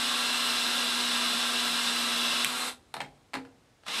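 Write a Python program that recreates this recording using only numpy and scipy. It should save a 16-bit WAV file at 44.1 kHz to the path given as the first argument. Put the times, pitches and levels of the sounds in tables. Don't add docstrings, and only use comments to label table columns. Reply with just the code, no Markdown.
import sys
import numpy as np
from scipy import signal
from scipy.fft import rfft, irfft
from scipy.io import wavfile
from scipy.ndimage import uniform_filter1d

SR = 44100
rng = np.random.default_rng(int(sys.argv[2]) if len(sys.argv) > 2 else 0)


def transcribe(signal):
    frames = np.atleast_2d(signal).T
    limited = np.clip(frames, -1, 1)
    pcm = np.round(limited * 32767).astype(np.int16)
    wavfile.write(sys.argv[1], SR, pcm)


N = 176400

# frequency_hz, level_db
ROOM_TONE_SPECTRUM = [(15, -46), (25, -31), (49, -6.5), (66, -11), (125, -7), (154, -13), (278, -12),
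                      (309, -14.5), (394, -16), (8550, -34.5), (15000, -49)]

# start_s, wood_db, crack_db, thud_db, boom_db, tick_db
KNOCKS = [(2.9405, 2, 3, -28, -21, 7), (2.947, -10, -10, -23, -26, -12), (2.9662, -1, -0.5, 0, -30, 2),
          (2.986, -13, -26, -12, -35, -21), (3.004, 0.5, 5, -13, -33, -22), (3.015, -16, -0.5, 3, -17, 1),
          (3.3345, -4, -2, -15, -6.5, -6), (3.340, -5, 7, -9, -19, -5), (3.345, -6, -0.5, -20, -23, -11),
          (3.3515, -6, 4, -26, -13, -4), (3.357, -2, -4, 4, -2.5, -12), (3.369, -13, -5.5, -19, -24, -21),
          (3.4505, -24, -15, -8, -21, -29), (3.458, -23, -21, -18, -26, -30),
          (3.835, -32, -16, -38, -36, -33), (3.8653, -22, -2.5, -34, -35, -7),
          (3.8818, -8, 7.5, -24, -22, -9), (3.893, -6, -7, -25, -25, -14)]
# pitch_hz, level_db, t60_s
WOOD_MODES = [(480, -16, .05), (668, -8, .04), (824, -1, .036), (980, -4, .035), (1340, -9, .025),
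              (1590, -9, .025), (2020, -10, .03)]
# pitch_hz, level_db, t60_s
BENCH_MODES = [(263.8, -0.5, 0.41), (296.5, -4.5, 0.24), (386.4, -3.5, 0.14), (480, -16.5, 0.52),
               (560, -15, 0.38), (785, -16, 0.29), (1020, -21, 0.4)]
# pitch_hz, level_db, t60_s
FRAME_MODES = [(125, -3.5, 0.23), (143.3, -1.5, 0.43), (198, 7.5, 0.13)]
# pitch_hz, level_db, t60_s
CORNER_MODES = [(3700, -2, .025), (4200, 0, .015), (4600, -6, .022), (8300, -9, .018), (11700, -3, .005)]
# frequency_hz, level_db
CRACK_SPECTRUM = [(100, -8), (500, 2.5), (1200, 10), (2500, 5.5), (3300, -1.5), (4400, 0.5), (6000, -9.5),
                  (8500, -9.5), (12000, -23), (15000, -35)]
# start_s, level_db
CLACKS = [(2.4458, -19), (3.0044, -31), (3.0079, -29), (3.3515, -40)]
# pitch_hz, level_db, t60_s
EDGE_MODES = [(2030, -9.5, 0.022), (2400, 0.5, 0.011), (2685, -0.5, 0.011), (3210, -6, 0.028),
              (4100, -10, 0.022)]
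# frequency_hz, level_db
SNAP_SPECTRUM = [(300, -20), (1200, -4), (2300, 3), (3000, 2), (4200, -6), (6000, -4), (8500, 3),
                 (11500, 0), (13000, -10), (15500, -25)]

# time_s, turns_per_s
ROTOR_SPEED = [(0, 241.6), (.3, 242.6), (.7, 242.2), (1.2, 241), (1.75, 240.3), (1.9, 238.8), (2.15, 238),
               (2.37, 238.8), (2.5, 246.5), (2.6, 250), (2.75, 248), (3.86, 120), (3.92, 185), (4, 226)]
# time_s, gain_db
MOTOR_DRIVE = [(0, -0.5), (2.42, -1), (2.5, -2.5), (2.62, -1), (2.69, -2), (2.725, -15), (2.76, -38.5),
               (3.84, -50), (3.868, -19), (3.89, -11.5), (3.95, -5), (4, -3)]
# time_s, gain_db
BIT_LOAD = [(0, -0.5), (2.15, 0.5), (2.34, 2.5), (2.43, 0.5), (2.48, -10), (2.7, -33), (3.88, 9), (4, 1.5)]
# time_s, level_db
HUM_LEVEL = [(0, -46), (.7, -44.5), (1.3, -42.5), (1.8, -42), (2.3, -44), (2.5, -46.5), (2.68, -49.5),
             (2.77, -64), (2.92, -83), (3.85, -90.5), (3.9, -73), (4, -49)]
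# speed_multiple, level_db
ROTOR_OVERTONES = [(2, -54), (3, -52.5), (4, -69), (5, -52.5)]
# speed_multiple, level_db
GEAR_TONES = [(1.1, -59), (1.56, -60), (2.43, -59), (2.75, -56), (4.4, -55.5), (5.53, -49), (6.55, -50),
              (10, -53), (11, -50), (11.24, -49), (12, -47), (14.22, -47), (15, -47.5), (15.83, -47),
              (16.38, -48), (19.7, -54), (22, -52.5), (33, -57), (50, -61)]
# time_s, level_db
WHISTLE_LEVEL = [(0, -44), (.2, -42), (.55, -42), (.9, -43.5), (2.3, -44), (2.5, -53)]
# time_s, level_db
DRONE_LEVEL = [(0, -72.5), (2.3, -59), (2.6, -72.5)]
# frequency_hz, level_db
GEARBOX_SPECTRUM = [(60, -24), (150, -29), (220, -7), (520, -10.5), (750, -4), (1100, 3), (1650, -5),
                    (2050, -1), (2800, -4), (3800, 2.5), (4700, -6), (6200, -9.5), (7200, -9), (8000, -5),
                    (11200, -11), (12700, -20.5), (14000, -26.5), (15200, -46)]
# frequency_hz, level_db
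GRIND_SPECTRUM = [(200, -31), (900, -12), (1350, -7.5), (1900, -8), (2350, -13), (2700, -0.5), (2950, 1.5),
                  (3180, -4), (3500, 4), (4120, -5), (4400, -6), (5300, -4.5), (6200, -13), (9000, -24.5),
                  (13000, -58.5)]
# pitch_hz, width_hz, gain_db
HOUSING_RESONANCES = [(1378, 46, 0.5), (1620, 64, 3), (2720, 82, -4), (4067, 110, -2.5), (5350, 63, -27),
                      (8000, 180, -8.5), (12000, 200, 1.5)]

ROOM_TONE_DB, ROOM_LOW_T60_S, ROOM_HIGH_T60_S = -63, 0.52, 0.19
TOOL_ROOM_DB, KNOCK_ROOM_DB, SNAP_ROOM_DB = -6.5, -3.5, -11
WOOD_DB, THUD_DB, BOOM_DB, TICK_DB = -30.5, -50.5, -31, -42.5
RING_ATTACK_S, BENCH_ATTACK_S = 0.00026, 0.011
CRACK_DB, CRACK_DECAY_S, CONTACT_DB, CONTACT_DECAY_S = -33.5, 0.0037, -42, 0.00085
SNAP_START_S, SNAP_DB, SNAP_DECAY_S, JOLT_DB = 2.4464, -13.5, 0.0007, -48.5
RATTLE_DB, FAN_DB, GRIND_DB = -36.5, -34.5, -33
TOOTH_SCATTER_DB, TOOTH_WEAR_DB, GRIND_FLUTTER_DB = 2.5, 2, 0.9
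SPEED_JITTER, HUM_WAVER_DB, WHINE_WAVER_DB, WHINE_SPREAD_HZ = 0.0012, 0.9, 3, 5.27
WHINE_LOAD_SHARE, OVERTONE_LOAD_SHARE = 0.2, 0.13
TOP_HZ = 15500


def undb(db):
    return 10 ** (np.asarray(db) / 20)


def unit_rms(x):
    return x / np.sqrt(np.mean(x ** 2))


def curve(rows):
    return np.interp(np.arange(N) / SR, *np.array(rows).T)


def wander(rate_hz):
    hold = max(int(SR / rate_hz), 2)
    steps = np.repeat(rng.standard_normal(N // hold + 1), hold)
    return unit_rms(uniform_filter1d(steps, hold)[:N])


def colour(x, spectrum, size=2048):
    hz, db = np.array(spectrum).T
    bins_hz = np.maximum(np.fft.rfftfreq(size, 1 / SR), 1)
    gain = undb(np.interp(np.log(bins_hz), np.log(hz), db))
    cepstrum = irfft(np.log(gain))
    cepstrum[1:size // 2] *= 2
    cepstrum[size // 2 + 1:] = 0
    response = irfft(np.exp(rfft(cepstrum)))
    return signal.fftconvolve(x, response / np.linalg.norm(response))[:N]


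def ring(blows, modes, attack_s):
    t = np.arange(SR) / SR
    tones = sum((-1) ** k * undb(db - 60 * t / t60) * np.sin(2 * np.pi * hz * t)
                for k, (hz, db, t60) in enumerate(modes))
    swell = 1 - np.exp(-t / attack_s)
    return signal.fftconvolve(blows, swell * tones)[:N]


def burst(start_s, decay_s):
    age = np.arange(N) / SR - start_s
    return (age >= 0) * np.exp(-np.abs(age) / decay_s) * rng.standard_normal(N)


def room_tone():
    return undb(ROOM_TONE_DB) * colour(rng.standard_normal(N), ROOM_TONE_SPECTRUM)


def room(x, wet_db, tails=3):
    t = np.arange(int(SR * 0.7)) / SR
    onset = np.clip(t / 0.0046, 0, 1)
    shares = np.array([wander(12) for _ in range(tails)])
    wet = 0
    for share in shares / np.linalg.norm(shares, axis=0):
        high, low = rng.standard_normal((2, len(t)))
        low = signal.sosfilt(signal.butter(4, 600, fs=SR, output="sos"), low)
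        tail = onset * (high * undb(-60 * t / ROOM_HIGH_T60_S)
                        + 0.97 * low * undb(-60 * t / ROOM_LOW_T60_S))
        wet += share * signal.fftconvolve(x, tail / np.linalg.norm(tail))[:N]
    return x + undb(wet_db) * wet


def knocks():
    wood, thud, boom, tick, crack, contact = np.zeros((6, N))
    for start_s, wood_db, crack_db, thud_db, boom_db, tick_db in KNOCKS:
        at = int(start_s * SR)
        wood[at] = undb(WOOD_DB + wood_db)
        thud[at] = undb(THUD_DB + thud_db)
        boom[at] = undb(BOOM_DB + boom_db)
        tick[at] = undb(TICK_DB + tick_db)
        crack += undb(CRACK_DB + crack_db) * burst(start_s, CRACK_DECAY_S)
        contact += undb(CONTACT_DB + tick_db) * burst(start_s, CONTACT_DECAY_S)
    ringing = ring(wood, WOOD_MODES, RING_ATTACK_S) + ring(tick, CORNER_MODES, RING_ATTACK_S)
    impacts = colour(crack, CRACK_SPECTRUM) + colour(contact, SNAP_SPECTRUM)
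    bench = ring(thud, FRAME_MODES, BENCH_ATTACK_S) + ring(boom, BENCH_MODES, BENCH_ATTACK_S)
    return room(ringing + impacts, KNOCK_ROOM_DB) + bench


def clacks():
    blows = np.zeros(N)
    for start_s, level_db in CLACKS:
        blows[int(start_s * SR)] = undb(level_db)
    return room(ring(blows, EDGE_MODES, RING_ATTACK_S), KNOCK_ROOM_DB)


def snap():
    jolt = np.zeros(N)
    jolt[int(SNAP_START_S * SR)] = undb(JOLT_DB)
    crack = undb(SNAP_DB) * colour(burst(SNAP_START_S, SNAP_DECAY_S), SNAP_SPECTRUM)
    return room(crack, SNAP_ROOM_DB) + ring(jolt, FRAME_MODES, BENCH_ATTACK_S)


def tooth_clicks(turns, teeth):
    at = np.flatnonzero(np.diff(np.floor(turns * teeth)))
    wear = rng.standard_normal(teeth)[np.arange(len(at)) % teeth]
    size, late = rng.standard_normal((len(at), 2)).T
    at = np.clip(at + (1.5 * late).astype(int), 0, N - 1)
    clicks = np.zeros(N)
    clicks[at] = undb(TOOTH_WEAR_DB * wear + TOOTH_SCATTER_DB * size) * rng.choice([-1, 1], len(at))
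    return unit_rms(clicks)


def gearbox(turns):
    rattle = undb(RATTLE_DB) * tooth_clicks(turns, teeth=15)
    fan = undb(FAN_DB) * rng.standard_normal(N)
    return colour(rattle + fan, GEARBOX_SPECTRUM)


def bit(turns, load_db):
    grind = colour(tooth_clicks(turns, teeth=17), GRIND_SPECTRUM)
    return grind * undb(GRIND_DB + load_db + GRIND_FLUTTER_DB * wander(60))


def housing(x):
    return x + sum(undb(db) * signal.lfilter(*signal.iirpeak(hz, hz / width, fs=SR), x)
                   for hz, width, db in HOUSING_RESONANCES)


def gear_tone(turns, multiple, db):
    slip = np.cumsum(WHINE_SPREAD_HZ * wander(90)) / SR
    return undb(db + WHINE_WAVER_DB * wander(27.97)) * np.sin(2 * np.pi * (multiple * turns + slip))


def gear_whine(turns, load_db):
    whine = sum(gear_tone(turns, multiple, db + WHINE_LOAD_SHARE * load_db)
                for multiple, db in GEAR_TONES)
    whistle = gear_tone(turns, multiple=16.96, db=curve(WHISTLE_LEVEL))
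    drone = gear_tone(turns, multiple=0.73, db=curve(DRONE_LEVEL))
    return whine + whistle + drone


def rotor(turns, drive, load_db):
    phase = 2 * np.pi * turns
    hum = undb(curve(HUM_LEVEL) + HUM_WAVER_DB * wander(16)) * np.sin(phase)
    overtones = sum(undb(db - OVERTONE_LOAD_SHARE * load_db + wander(14)) * np.sin(multiple * phase)
                    for multiple, db in ROTOR_OVERTONES)
    return hum + drive * overtones


def drill():
    turns = np.cumsum(curve(ROTOR_SPEED) * (1 + SPEED_JITTER * wander(25))) / SR
    drive, load_db = undb(curve(MOTOR_DRIVE)), curve(BIT_LOAD)
    tones = rotor(turns, drive, load_db) + drive * gear_whine(turns, load_db)
    noise = drive * housing(gearbox(turns) + bit(turns, load_db))
    noise = room(noise, TOOL_ROOM_DB) / np.hypot(1, undb(TOOL_ROOM_DB))
    return np.sqrt(2) * tones + noise


def scene():
    mono = drill() + knocks() + clacks() + snap() + room_tone()
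    return np.array([mono, mono])


def record(dry):
    return signal.sosfilt(signal.ellip(8, 0.2, 70, TOP_HZ, fs=SR, output="sos"), dry)


dry = scene()
out = record(dry)
transcribe(out)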